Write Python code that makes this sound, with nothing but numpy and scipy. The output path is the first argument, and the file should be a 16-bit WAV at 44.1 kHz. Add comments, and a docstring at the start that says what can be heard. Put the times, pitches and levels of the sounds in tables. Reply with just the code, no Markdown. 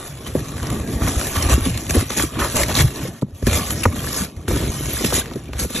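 """A hand digs through loose foam beads in a cardboard box, heard close up in stereo.
Stirring and single strokes are shaped noise: fingers scrape the card, beads fizz and the walls boom.
Knuckle knocks and palm thumps ring the box as fading tones.
Ticks are tiny gritty rings, crunches are sudden bursts of noise, and squeaks are short sliding tones."""
import sys
import numpy as np
from scipy import signal
from scipy.fft import rfft, irfft, next_fast_len
from scipy.io import wavfile
from scipy.ndimage import uniform_filter1d

SR = 44100
rng = np.random.default_rng(int(sys.argv[2]) if len(sys.argv) > 2 else 0)


def transcribe(u):
    """Save the signal u as a 16-bit wav file named by the first command-line argument.

    u: samples, shape (n,) or (channels, n), limited to [-1, 1]; the rate is SR.
    q: integer samples, one column per channel.
    """
    v = np.clip(np.atleast_2d(u).T, -1, 1)
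    q = np.round(v * 32767).astype(np.int16)
    wavfile.write(sys.argv[1], SR, q)


N = 255780  # length in samples


def gain_of(db):
    """Turns decibels into a factor."""
    return 10 ** (np.asarray(db) / 20)


def evened(x):
    """Scales a sound to an average strength (rms) of 1."""
    return x / np.sqrt(np.mean(x ** 2) + 1e-20)


def read_spectrum(points, hz):
    """Reads values between the points, on a log-frequency axis."""
    point_hz, value = np.transpose(points)
    return np.interp(np.log(hz + 1), np.log(point_hz + 1), value)


def follow(table):
    """Draws each column of a timed table as a curve with a value at every sample."""
    s, *columns = np.transpose(table)
    return [np.interp(np.arange(N) / SR, s, c) for c in columns]


def add(mix, s, sound):
    """Mixes a sound in at time s."""
    part = mix[:, round(s * SR):][:, :sound.shape[-1]]
    part += sound[..., :part.shape[1]]


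def grains(per_s, spread_db, grain_s, bed):
    """Random slips of unequal size: each is a short dying puff of noise, over a steady bed."""
    slips = rng.random(N) < per_s / SR
    size = gain_of(spread_db * np.minimum(rng.exponential(1, N), 4)) * slips
    fade = np.exp(-1 / (grain_s * SR))
    power = signal.lfilter([1], [1, -fade], size ** 2)
    # two unrelated noises share the same puffs
    return np.sqrt(power / power.mean() + bed) * rng.standard_normal((2, N))


def coloured(x, colour, patchy_db, size, streaky_db=3.5):
    """Shapes the spectrum, with drifting patches for the ever-changing contact and narrow lasting
    streaks drawn at random, so the noise is unevenly tinted."""
    overlap = size * 3 // 4
    hz, _, z = signal.stft(x, SR, nperseg=size, noverlap=overlap)
    patches = rng.standard_normal(z.shape[:0:-1]).T
    patches = uniform_filter1d(patches, size=7, axis=0)  # smooth over pitch
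    patches = evened(uniform_filter1d(patches, size=12, axis=1))  # smooth over time
    streaks = rng.standard_normal(z.shape[:0:-1]).T
    streaks = evened(uniform_filter1d(streaks, size=40, axis=1))
    colour_db = read_spectrum(colour, hz)[:, None]
    z = z * gain_of(colour_db + patchy_db * patches + streaky_db * streaks)
    return evened(signal.istft(z, SR, nperseg=size, noverlap=overlap)[1][:, :N])


ATTACK_DB_PER_S, RELEASE_DB_PER_S = 1300, 388  # how fast a stroke rises and falls away
# single strokes of the fingers: t/s (of full strength), hold/s, scrape level/dB,
# drag on the card over the scrape/dB, bead fizz over the scrape/dB, shove on the walls/dB
FINGER_STROKES = [(0.266, 0.011, -41, 5, 2.5, -27.5), (0.354, 0.044, -43, 7, 7, -28.5),
                  (0.565, 0.018, -41, 3, 2, -46), (0.666, 0.033, -53, 15, 1, -49),
                  (0.878, 0.085, -41.5, 3.5, 5, -30), (1.017, 0.058, -46.5, 13, -3, -23.5),
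                  (1.196, 0.093, -50, -6, 17.5, -39), (1.352, 0.12, -32.5, 2, 4, -24.5),
                  (1.498, 0.038, -26.5, 4.5, 7, -18.5), (1.626, 0.075, -37, 1.5, 4.5, -26),
                  (1.74, 0.013, -35.5, -15, -1, -49), (1.899, 0.0038, -34, -1, 9.5, -22),
                  (1.944, 0.072, -31, 3.5, 5.5, -23), (2.101, 0.041, -34.5, 0, 4.5, -38),
                  (2.17, 0.063, -29, 1, 9, -24.5), (2.398, 0.057, -30.5, 10.5, 5.5, -40),
                  (2.555, 0.065, -29, 5.5, 8, -30), (2.686, 0.028, -33.5, 8, -16, -28),
                  (2.766, 0.052, -24.5, -1.5, 4.5, -19.5), (2.968, 0.11, -42, 3, 6, -31.5),
                  (3.35, 0.047, -53.5, -4, 6.5, -58), (3.522, 0.073, -33.5, 6, 9, -33),
                  (3.71, 0.01, -41, -8, 14, -34), (3.961, 0.008, -44.5, -11, 12, -25.5),
                  (4.129, 0.11, -39, 2.5, 9.5, -38), (4.607, 0.014, -39.5, 10, -12, -24),
                  (4.881, 0.075, -36.5, -17, -3, -30.5), (5.04, 0.024, -27.5, -20, 5, -24),
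                  (5.132, 0.064, -29, -1.5, 7, -30), (5.595, 0.039, -33, 1, 10, -27.5),
                  (5.698, 0.021, -41, -4, 5.5, -35), (5.749, 0.016, -32, -10, 1, -26.5)]


def stroked(stir_db, stroke_db, lag_s, release_db_per_s):
    """Level in dB: the power of each stroke rises, holds and falls away on top of the stirring."""
    t = np.arange(N) / SR - lag_s
    power = gain_of(2 * stir_db)
    for (start, hold, *_), db in zip(FINGER_STROKES, stroke_db):
        rise_db = ATTACK_DB_PER_S * (t - start)
        fall_db = -release_db_per_s * (t - start - hold)
        shape_db = np.clip(np.minimum(rise_db, fall_db), -90, 0)
        power = power + gain_of(2 * (db + shape_db))
    return 10 * np.log10(power)


def squeaks(per_s, spread_db, count):
    """Foam sticks and slips on foam: brief gliding chirps, each shape repeated at random moments."""
    out = np.zeros((2, N))
    for hz, (cycles, glide) in zip(np.geomspace(1100, 11500, count), rng.random((count, 2))):
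        length = round((14 + 30 * cycles) * SR / hz ** .5 / 60)  # higher chirps tend to be shorter
        u = np.linspace(0, 1, length)
        turns = hz * length / SR * (u + 0.19 * (glide - .5) * u ** 2)
        chirp = np.sin(2 * np.pi * turns) * u ** 0.2 * np.exp(-3.5 * u)
        chirp = chirp / np.linalg.norm(chirp)
        size = gain_of(spread_db * np.minimum(rng.exponential(1, (2, N)), 3))
        train = size * (rng.random((2, N)) < per_s / count / SR)
        out += signal.oaconvolve(train, chirp[None], axes=1)[:, :N]
    return evened(out)


FIRM_DB = -30  # level that counts as a firm touch
STIR_DRAG_DB = 1.5  # base level of the drag over the stirring scrape
LIGHT_DRAG, LIGHT_RATTLE = 0.072, 0.023  # dB gained per dB that the touch is lighter than FIRM_DB
# the hand keeps stirring: t/s, scrape level/dB, bead fizz over the scrape/dB, boom of the walls/dB
STIRRING = [(0, -44.5, 7.5, -38), (.1, -48.5, 8.5, -42), (.23, -50.5, 5, -35), (.28, -48.5, 8, -36),
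            (.42, -43, 2.5, -31.5), (.55, -45.5, 7, -31), (.68, -40.5, 2, -27.5), (.8, -42.5, 5, -26.5),
            (.85, -50, 7.5, -29), (.99, -42.5, 6.5, -29), (1.04, -35, 7.5, -26), (1.3, -38.5, 9, -29.5),
            (1.72, -40, 5, -35), (1.86, -44, 8, -31), (2.07, -41.5, 6, -38), (2.3, -46, 7.5, -41),
            (2.37, -35, -4, -23), (2.5, -37.5, 8, -29), (2.7, -33.5, 5.5, -27.5), (2.92, -44, 4.5, -31.5),
            (3.08, -51.5, 5, -35.5), (3.19, -54, 5, -43.5), (3.26, -66, 2, -39), (3.36, -61, 4, -39),
            (3.455, -45.5, 7, -40), (3.48, -30.5, 3, -21), (3.82, -40, 8, -27.5), (3.9, -44.5, 5.5, -30),
            (4.07, -35, 6, -27.5), (4.22, -36, 9, -31.5), (4.33, -57.5, 4.5, -37), (4.474, -53, 1, -35.5),
            (4.484, -34.5, 7, -20), (4.6, -34.5, 4.5, -24.5), (4.75, -39, 8, -26),
            (4.88, -37.5, 8.5, -26.5), (5.0, -33, 8.5, -28), (5.2, -38, 5.5, -32.5),
            (5.28, -44.5, -1, -31.5), (5.37, -51, 3, -30.5), (5.45, -51, 1.5, -35),
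            (5.52, -52.5, -2, -35.5), (5.57, -42.5, -1, -27.5), (5.66, -53, 9, -55), (5.8, -31.5, 5, -42)]
# how flat the palm lies on the card: t/s, level/dB added to the drag and rattle of the stirring
PALM_FLATNESS = [(0, 4.5), (.4, 1), (.8, 3.5), (1.2, 3), (1.6, 3), (2, -0.5), (2.4, 1), (2.8, -1), (3.1, 5),
                 (3.4, -1), (3.8, -0.5), (4.2, 1.5), (4.55, 0), (4.9, -2), (5.3, 0), (5.8, -4)]
# colours of the drag on the card, the scrape and the bead fizz: f/Hz, level/dB (relative, per Hz)
DRAG_COLOUR = [(400, 5), (600, 6), (800, -1.5), (1000, 3.5), (1170, 4), (1450, -2), (1780, -0.5),
               (2100, -15.5), (2600, -65), (4000, -99)]
SCRAPE_COLOUR = [(1100, -39), (1900, 10), (2150, 12.5), (2450, 15.5), (2800, 14.5), (3150, 14),
                 (3700, 14.5), (4500, 6), (5500, -12), (7500, -90)]
FIZZ_COLOUR = [(2500, -45), (4500, -12), (5600, -5), (6300, -4), (7300, -3), (8300, -4.5), (9500, -4),
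               (10300, -2), (10900, 0), (11400, -2.5), (12400, -13.5), (13500, -23), (14200, -33),
               (15700, -38), (17000, -60)]


def rustle():
    """The same slips sound low on the card and high in the beads."""
    stir_db, stir_fizz_db, _ = follow(STIRRING)
    level_db, drag_over_db, fizz_over_db = np.transpose(FINGER_STROKES)[2:5]
    scrape_db = stroked(stir_db, level_db, 0, RELEASE_DB_PER_S)
    fizz_db = stroked(stir_db + stir_fizz_db, level_db + fizz_over_db, 0, RELEASE_DB_PER_S)
    light_db = LIGHT_DRAG * (FIRM_DB - stir_db)
    stir_drag_db = stir_db + STIR_DRAG_DB + follow(PALM_FLATNESS)[0] + light_db
    drag_db = stroked(stir_drag_db, level_db + drag_over_db, 0, RELEASE_DB_PER_S)

    slips = evened(grains(per_s=510, spread_db=8.0, grain_s=0.015, bed=1.1))
    slips = slips + gain_of(-8) * squeaks(per_s=900, spread_db=3.2, count=28)
    bead_ticks = evened(grains(per_s=800, spread_db=4, grain_s=0.0004, bed=0.0078))
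    slips += gain_of(-4) * bead_ticks
    drag = coloured(slips, DRAG_COLOUR, patchy_db=0.5, size=512)
    scrape = coloured(slips, SCRAPE_COLOUR, patchy_db=1.3, size=512)
    fizz = coloured(slips, FIZZ_COLOUR, patchy_db=1.5, size=256)
    return gain_of(scrape_db) * scrape + gain_of(drag_db) * drag + gain_of(fizz_db) * fizz


WALL_LAG_S, WALL_RELEASE_DB_PER_S = 0.024, 277  # the heavy panels boom late and fade slowly
RATTLE_DB, SHOVE_RATTLE_DB = -5.5, -3  # rattle over the boom: base while stirring, during a stroke
DEEP_HZ, DEEP_GAIN = 80, .45  # the deepest boom needs a firm push: dB gained per dB over FIRM_DB
# colours of the boom and the rattle of the panels: f/Hz, level/dB (relative, per Hz)
BOOM_COLOUR = [(18, -55), (30, -38), (45, -17), (63, 5.5), (90, -3.5), (125, 2), (170, -6.5), (260, -31.5),
               (400, -74)]
RATTLE_COLOUR = [(90, -43), (160, -10), (200, 0), (254, 0), (320, -2), (420, -8), (540, -11.5),
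                 (700, -13.5), (950, -23), (1500, -78)]


def walls():
    """Uneven shoves shake the big panels, which boom and rattle."""
    stir_db = follow(STIRRING)[-1]
    shove_db = np.transpose(FINGER_STROKES)[-1]
    boom_db = stroked(stir_db, shove_db, WALL_LAG_S, WALL_RELEASE_DB_PER_S)
    light_db = LIGHT_RATTLE * (FIRM_DB - stir_db)
    stir_rattle_db = stir_db + RATTLE_DB + follow(PALM_FLATNESS)[0] + light_db
    rattle_db = stroked(stir_rattle_db, shove_db + SHOVE_RATTLE_DB, 0, RELEASE_DB_PER_S)

    shoves = grains(per_s=35, spread_db=3, grain_s=0.018, bed=.4)
    taps = grains(per_s=300, spread_db=3.5, grain_s=0.005, bed=.3)
    boom = coloured(shoves, BOOM_COLOUR, patchy_db=1.5, size=2048, streaky_db=1.5)
    rattle = coloured(taps, RATTLE_COLOUR, patchy_db=1.5, size=1024, streaky_db=2)
    deep = signal.sosfiltfilt(signal.butter(2, DEEP_HZ, fs=SR, output="sos"), boom)
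    boom = boom + (gain_of(DEEP_GAIN * (boom_db - FIRM_DB)) - 1) * deep
    return gain_of(boom_db) * boom + gain_of(rattle_db) * rattle


# ringing modes of the box, before chance detunes them: f/Hz, level/dB, t60/s of free ringing
BOX_MODES = [(64, 7.5, 0.15), (85, 1, 0.18), (147.8, 2.5, 0.098), (187.5, 1, 0.11), (253.7, 3.5, 0.082),
             (307.6, 3, 0.059), (371.3, -0.4, 0.068), (485.3, 3.5, 0.041), (720, -4, 0.029),
             (987, -5.5, 0.05), (1222, -4, 0.044), (1486, -9, 0.045), (1700, 14, 0.0058),
             (2360, -17, 0.039)]
# knuckle knocks: t/s, peak level/dB, centre of the struck modes f/Hz, width/octaves,
# share of the ring time that the hand leaves (0-1)
KNUCKLE_KNOCKS = [(.3524, -2.5, 444, 0.59, 0.32), (.3585, -13, 228, 0.34, 0.24),
                  (0.566, -27, 710, 0.94, 0.3), (0.631, -27, 866, 1.3, 0.9), (1.075, -14.5, 905, 1.9, 0.74),
                  (1.2125, -17, 1290, 1.6, 0.37), (1.358, -26, 570, 0.52, 0.1),
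                  (1.578, -9.5, 296, 0.28, 0.58), (1.661, -12, 230, 0.31, 0.97),
                  (1.948, -8.5, 320, 0.6, 0.9), (1.965, -10.5, 393, 0.7, 0.9),
                  (2.102, -14.5, 497, 2.6, 0.53), (2.198, -12, 1310, 3.3, 0.35),
                  (2.236, -11.5, 324, 0.21, 0.57), (2.371, -18.5, 292, 0.22, 1),
                  (2.543, -13.5, 243, 1.2, 0.46), (2.695, -26, 920, 4.6, 0.6), (3.051, -22, 444, 0.18, 1),
                  (3.2225, -14, 380, 1.18, 0.4), (3.229, -11, 212, 0.72, 0.34), (3.285, -33, 450, .8, 0.16),
                  (3.425, -15.5, 310, 1.04, 0.34), (3.4705, -3.5, 290, 0.74, 0.34),
                  (3.706, -22.5, 1500, 1, 0.44), (3.8543, 1, 820, 1.65, 0.48), (3.931, -21.5, 240, 0.24, 1),
                  (4.043, -22, 1290, 2.2, 0.66), (4.208, -16, 198, 0.41, 0.6), (4.481, -15, 328, 0.53, 0.8),
                  (4.509, -13, 420, 1.1, 0.6), (4.565, -11, 300, 1.7, 0.26), (4.638, -14, 327, 0.55, 0.2),
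                  (4.673, -18.5, 300, 0.58, 0.57), (4.808, -14, 220, 0.74, 0.22),
                  (5.005, -17, 346, 0.51, 0.9), (5.042, -11.5, 277, 1.35, 0.37),
                  (5.123, -11.5, 596, 1.05, 0.7), (5.178, -15, 306, 0.74, 0.4),
                  (5.315, -24, 450, 1.5, 0.26), (5.357, -16, 343, 0.46, 0.62), (5.491, -24, 298, 1.3, 0.25),
                  (5.533, -21.5, 500, 2.3, 0.23), (5.645, -18.5, 370, 1, 0.61),
                  (5.702, -22.5, 310, 1.4, 0.5)]


def knock(db, centre_hz, octaves, ring_time, chance):
    """Box modes near the centre ring; low modes swell later, so the thud falls in pitch."""
    hz, mode_db, t60 = np.transpose(BOX_MODES)[:, :, None]
    hz = hz * (1 + chance[:, None] / 25)  # up to 4 % off
    t = np.arange(12000) / SR
    near_db = -6.5 * (np.log2(hz / centre_hz) / max(octaves, .2)) ** 2
    swell = 1 - np.exp(-(t * hz / 1.24) ** 2)
    fade = gain_of(mode_db + near_db - 60 * t / (t60 * ring_time))
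    ring = (fade * swell * np.exp(2j * np.pi * hz * t)).sum(0)
    return gain_of(db) * np.array([ring.imag, ring.real]) / abs(ring.imag).max()


# thumps of the palm against the walls: t/s, peak level/dB, centre of the struck modes f/Hz,
# share of the ring time that the palm leaves (0-1)
PALM_THUMPS = [(0.362, -21, 139, .8), (0.95, -13, 59.2, 0.43), (1.015, -11, 75, 0.46), (1.07, -16, 62, 0.4),
               (1.164, -11, 64, 0.4), (1.365, -12, 101, 0.26), (1.453, -9, 79.5, 0.5),
               (1.529, -21, 75.4, 0.2), (1.612, -12, 85, 0.3), (1.969, -5.5, 80.5, 0.44),
               (2.409, -17, 59.2, 0.58), (2.618, -17, 56.5, .5), (2.841, -14.5, 56.5, 0.55),
               (3.228, -17, 142, 0.4), (3.325, -25.5, 90, 0.44), (3.428, -11.5, 101, .35),
               (3.445, -16, 66, 0.7), (3.48, -13, 61.9, 0.36), (3.853, -7.5, 91, 0.62),
               (4.364, -22.5, 89, 0.65), (4.505, -15, 70, 0.65), (4.688, -13.5, 70, 0.33),
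               (5.006, -26, 70, 0.4), (5.601, -26, 129, 0.6), (5.628, -26, 110, 0.2)]


def thump(db, centre_hz, ring_time, chance):
    """The palm strikes the same box modes, in a narrow band of 0.45 octaves."""
    return knock(db, centre_hz, 0.45, ring_time, chance)


TICK_CYCLES, TICK_GRIT = 1.1, 0.71  # cycles until about a third is left; share of hiss in the snap
# single beads snapping against the card: t/s, level/dB (before rise and fade), pitch f/Hz
BEAD_TICKS = [(0.6294, -20, 1100), (0.6556, -25, 1350), (0.701, -24, 1100), (1.2132, -11, 1620),
              (1.3592, -14, 1200), (1.947, -11, 1770), (2.1038, -18, 1140), (2.391, -16, 1160),
              (3.707, -25, 1620), (3.9256, -24, 1200), (3.9654, -29, 1290), (4.0434, -20, 1120),
              (4.3, -34, 2500), (4.4814, -11.5, 1430), (5.2583, -17, 1860), (5.3118, -24, 1330),
              (5.3353, -24, 3000), (5.5338, -17, 2410), (5.5974, -18, 2360), (5.6997, -26, 1500),
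              (5.7616, -17, 1850)]


def tick(db, hz, noise):
    """A cycle or two of ring with a gritty edge."""
    turns = hz * np.arange(noise.shape[1]) / SR
    ring = np.array([np.sin(2 * np.pi * turns), np.cos(2 * np.pi * turns)])
    ring = ring + TICK_GRIT * uniform_filter1d(noise, size=3)
    rise = np.minimum(4 * turns, 1)  # a quarter cycle
    return gain_of(db) * rise * np.exp(-turns / TICK_CYCLES) * ring


SNAP = 4.6  # size of the first snap, in multiples of the raw noise's rms
CRUNCH_RISE = .15  # time constant of the rise, as a share of t60
# crunches of bead clumps: t/s, rms level/dB (before rise and fade), centre f/Hz,
# t60/s (at least 0.005 is used)
BEAD_CRUNCHES = [(0.63, -13, 1590, 0.006), (0.656, -29, 3000, 0.01), (0.669, -18.5, 4940, 0.013),
                 (0.701, -12, 6500, 0.018), (1.0762, -14, 2200, 0.017), (1.2119, -12, 1410, 0.011),
                 (1.269, -11, 12100, 0.021), (1.359, -12, 1000, 0.026), (1.3652, -5.5, 1820, 0.015),
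                 (1.425, -5.5, 5070, 0.022), (1.774, -9, 6760, 0.02), (1.8657, -19, 3100, .012),
                 (1.894, -12.5, 2480, 0.038), (1.907, -1, 5660, 0.01), (1.947, -12, 1750, 0.04),
                 (2.104, -12, 1500, 0.015), (2.116, -14, 2000, 0.011), (2.123, -26, 2000, .012),
                 (2.196, -8, 1950, 0.018), (2.39, -13.5, 2900, 0.056), (2.5653, -4, 1270, 0.024),
                 (2.632, -0.5, 1890, 0.018), (2.7423, -9.5, 5540, 0.024), (2.751, -3, 3700, 0.026),
                 (2.766, -5, 3730, 0.053), (2.786, -3.5, 2000, 0.033), (2.805, -3.5, 3720, 0.027),
                 (2.878, -17, 1830, 0.021), (2.907, -23, 3800, 0.012), (2.958, -17, 3770, 0.017),
                 (3.219, -24.5, 6800, 0.027), (3.213, -28.5, 3480, 0.018), (3.3065, -41, 1500, 0.012),
                 (3.3438, -43, 1270, .012), (3.4248, -22, 1740, 0.018), (3.466, -4.5, 1800, 0.036),
                 (3.529, -7, 2360, 0.017), (3.7051, -5.5, 6630, 0.015), (3.8326, -5.5, 2500, 0.039),
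                 (3.8551, -10.5, 2000, 0.025), (3.9252, -27, 1300, 0.011), (3.9645, -23, 1490, 0.011),
                 (3.9913, -23, 2650, .02), (4.0447, -27, 1590, 0.022), (4.142, -17, 3530, .03),
                 (4.363, -31, 1970, 0.031), (4.4134, -38, 1400, 0.013), (4.4373, -42, 1100, .012),
                 (4.4807, -16, 2960, 0.016), (4.8564, -14, 5700, 0.017), (4.905, -14, 3400, 0.016),
                 (5.046, -2, 2880, 0.018), (5.1037, -15, 3000, 0.024), (5.132, -13, 1770, 0.035),
                 (5.141, -2, 11300, 0.0049), (5.258, -24, 1850, 0.02), (5.311, -29, 3000, .015),
                 (5.335, -24, 3400, 0.019), (5.357, -22, 1530, 0.025), (5.4156, -39, 1500, .012),
                 (5.443, -32, 2500, .01), (5.456, -28, 3000, .01), (5.485, -33, 1000, 0.018),
                 (5.5286, -25.5, 1320, 0.05), (5.597, -10, 11100, 0.019), (5.648, -22, 1500, 0.018),
                 (5.701, -25, 9000, 0.018), (5.7627, -13, 1890, 0.0087)]


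def crunch(db, centre_hz, t60, noise):
    """A snap and a sudden burst of noise, part broad and part gathered round one pitch."""
    t = np.arange(noise.shape[1]) / SR
    t60 = max(t60, .005)
    noise = noise + SNAP * (np.arange(len(t)) == 50)
    edges = np.clip([centre_hz / 1.11, centre_hz * 1.19], 200, 11900)
    broad_band = signal.butter(7, [600, 11800], "bandpass", fs=SR, output="sos")
    near_band = signal.butter(2, edges, "bandpass", fs=SR, output="sos")
    broad = evened(signal.sosfilt(broad_band, noise))
    near = evened(signal.sosfilt(near_band, noise))
    shape = (1 - np.exp(-t / (CRUNCH_RISE * t60))) * gain_of(-60 * t / t60)
    return gain_of(db) * evened(1.53 * broad + near) * shape


SQUEAL_SAG = 0.018  # share of the pitch lost from start to end
# clear squeaks of foam on foam: t/s, peak level/dB, starting pitch f/Hz, length/s
FOAM_SQUEALS = [(.749, -37, 2870, .008), (1.03, -25, 10500, .008), (1.079, -20, 11300, .008),
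                (1.437, -26, 4250, .008), (1.655, -27, 2985, 0.0088), (1.937, -29, 6600, .006),
                (1.953, -14, 11250, 0.0063), (2.4, -23, 6180, .008), (2.58, -28, 11100, 0.0072),
                (2.759, -19, 1120, 0.0095), (2.806, -13.5, 1820, 0.0062), (3.535, -23.5, 2490, 0.01),
                (3.835, -13, 10750, 0.0073), (3.921, -31, 2250, 0.011), (3.989, -28, 3240, .01),
                (4.169, -16, 10800, 0.011), (4.702, -40, 6780, 0.0071), (4.93, -17.5, 12000, 0.01),
                (4.966, -26, 1680, 0.0088), (5.212, -26, 1600, 0.015), (5.435, -41, 10800, .008),
                (5.479, -39, 2400, 0.01), (5.61, -33, 4300, .008)]


def squeal(db, hz, length):
    """A short soft-edged tone that sags in pitch."""
    u = np.linspace(0, 1, round(max(length, .002) * SR))
    turns = hz * len(u) / SR * (u - SQUEAL_SAG * u ** 2 / 2)
    tone = np.array([np.sin(2 * np.pi * turns), np.cos(2 * np.pi * turns)])
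    return gain_of(db) * np.sin(np.pi * u ** 0.96) ** 2 * tone


def scene():
    """Row 0 is the main sound; row 1 is a companion with its own noise and quarter-turn tones,
    mixed into the right."""
    mix = rustle() + walls()
    for s, *settings in KNUCKLE_KNOCKS:
        add(mix, s, knock(*settings, rng.uniform(-1, 1, len(BOX_MODES))))
    for s, *settings in PALM_THUMPS:
        add(mix, s, thump(*settings, rng.uniform(-1, 1, len(BOX_MODES))))
    for s, *settings in BEAD_TICKS:
        add(mix, s, tick(*settings, rng.standard_normal((2, 500))))
    for s, *settings in BEAD_CRUNCHES:
        add(mix, s, crunch(*settings, rng.standard_normal((2, 4000))))
    for s, *settings in FOAM_SQUEALS:
        add(mix, s, squeal(*settings))
    return mix


EDGE_HZ = 15770  # upper band limit
# stereo likeness: f/Hz, left-right likeness (0-1)
STEREO_LIKENESS = [(60, 1), (130, .999), (300, .975), (420, .975), (600, .9), (770, .84), (900, .92),
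                   (1300, .99), (1500, 1), (2000, .999), (2400, .8), (2750, .25), (2950, .62), (3400, .5),
                   (3600, .68), (4300, .55), (4650, .85), (4800, .985), (4950, .985), (5200, .72),
                   (5750, 1), (6100, .995), (6800, .83), (8000, .78), (8450, 1), (9550, 1), (10000, .88),
                   (11600, .87), (11900, .993), (13800, .993), (14400, .4), (15200, .98)]
# stereo phase: f/Hz, half turns by which the right channel is turned back
STEREO_PHASE = [(20, -.02), (120, -.02), (280, -.055), (420, -.03), (700, -.08), (820, -.01), (1080, -.06),
                (1400, 0), (2200, .02), (2700, .13), (2950, 0), (3500, .15), (4150, .33), (4500, .55),
                (4850, 1), (5200, 1.5), (5700, 2), (6150, 2), (8100, 2.8), (8450, 3), (9550, 3),
                (11600, 3.75), (11900, 4), (13900, 4), (15000, 5)]


def record(dry):
    """The right channel is the left one turned in phase and partly mixed with the companion."""
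    size = next_fast_len(N + 4096)
    hz = np.fft.rfftfreq(size, 1 / SR)
    left, companion = rfft(dry, size)
    same = np.clip(read_spectrum(STEREO_LIKENESS, hz), 0, 1)
    right = same * left + np.sqrt(1 - same ** 2) * companion
    right = right * np.exp(-1j * np.pi * read_spectrum(STEREO_PHASE, hz))
    stereo = irfft(np.array([left, right]), size)[:, :N]
    stereo = .97 * np.tanh(stereo / .97)  # a soft limit rounds off the loudest peaks
    band_limit = signal.firwin(511, EDGE_HZ, window=("kaiser", 9), fs=SR)
    return signal.oaconvolve(stereo, band_limit[None], "same")


dry = scene()
out = record(dry)
transcribe(out)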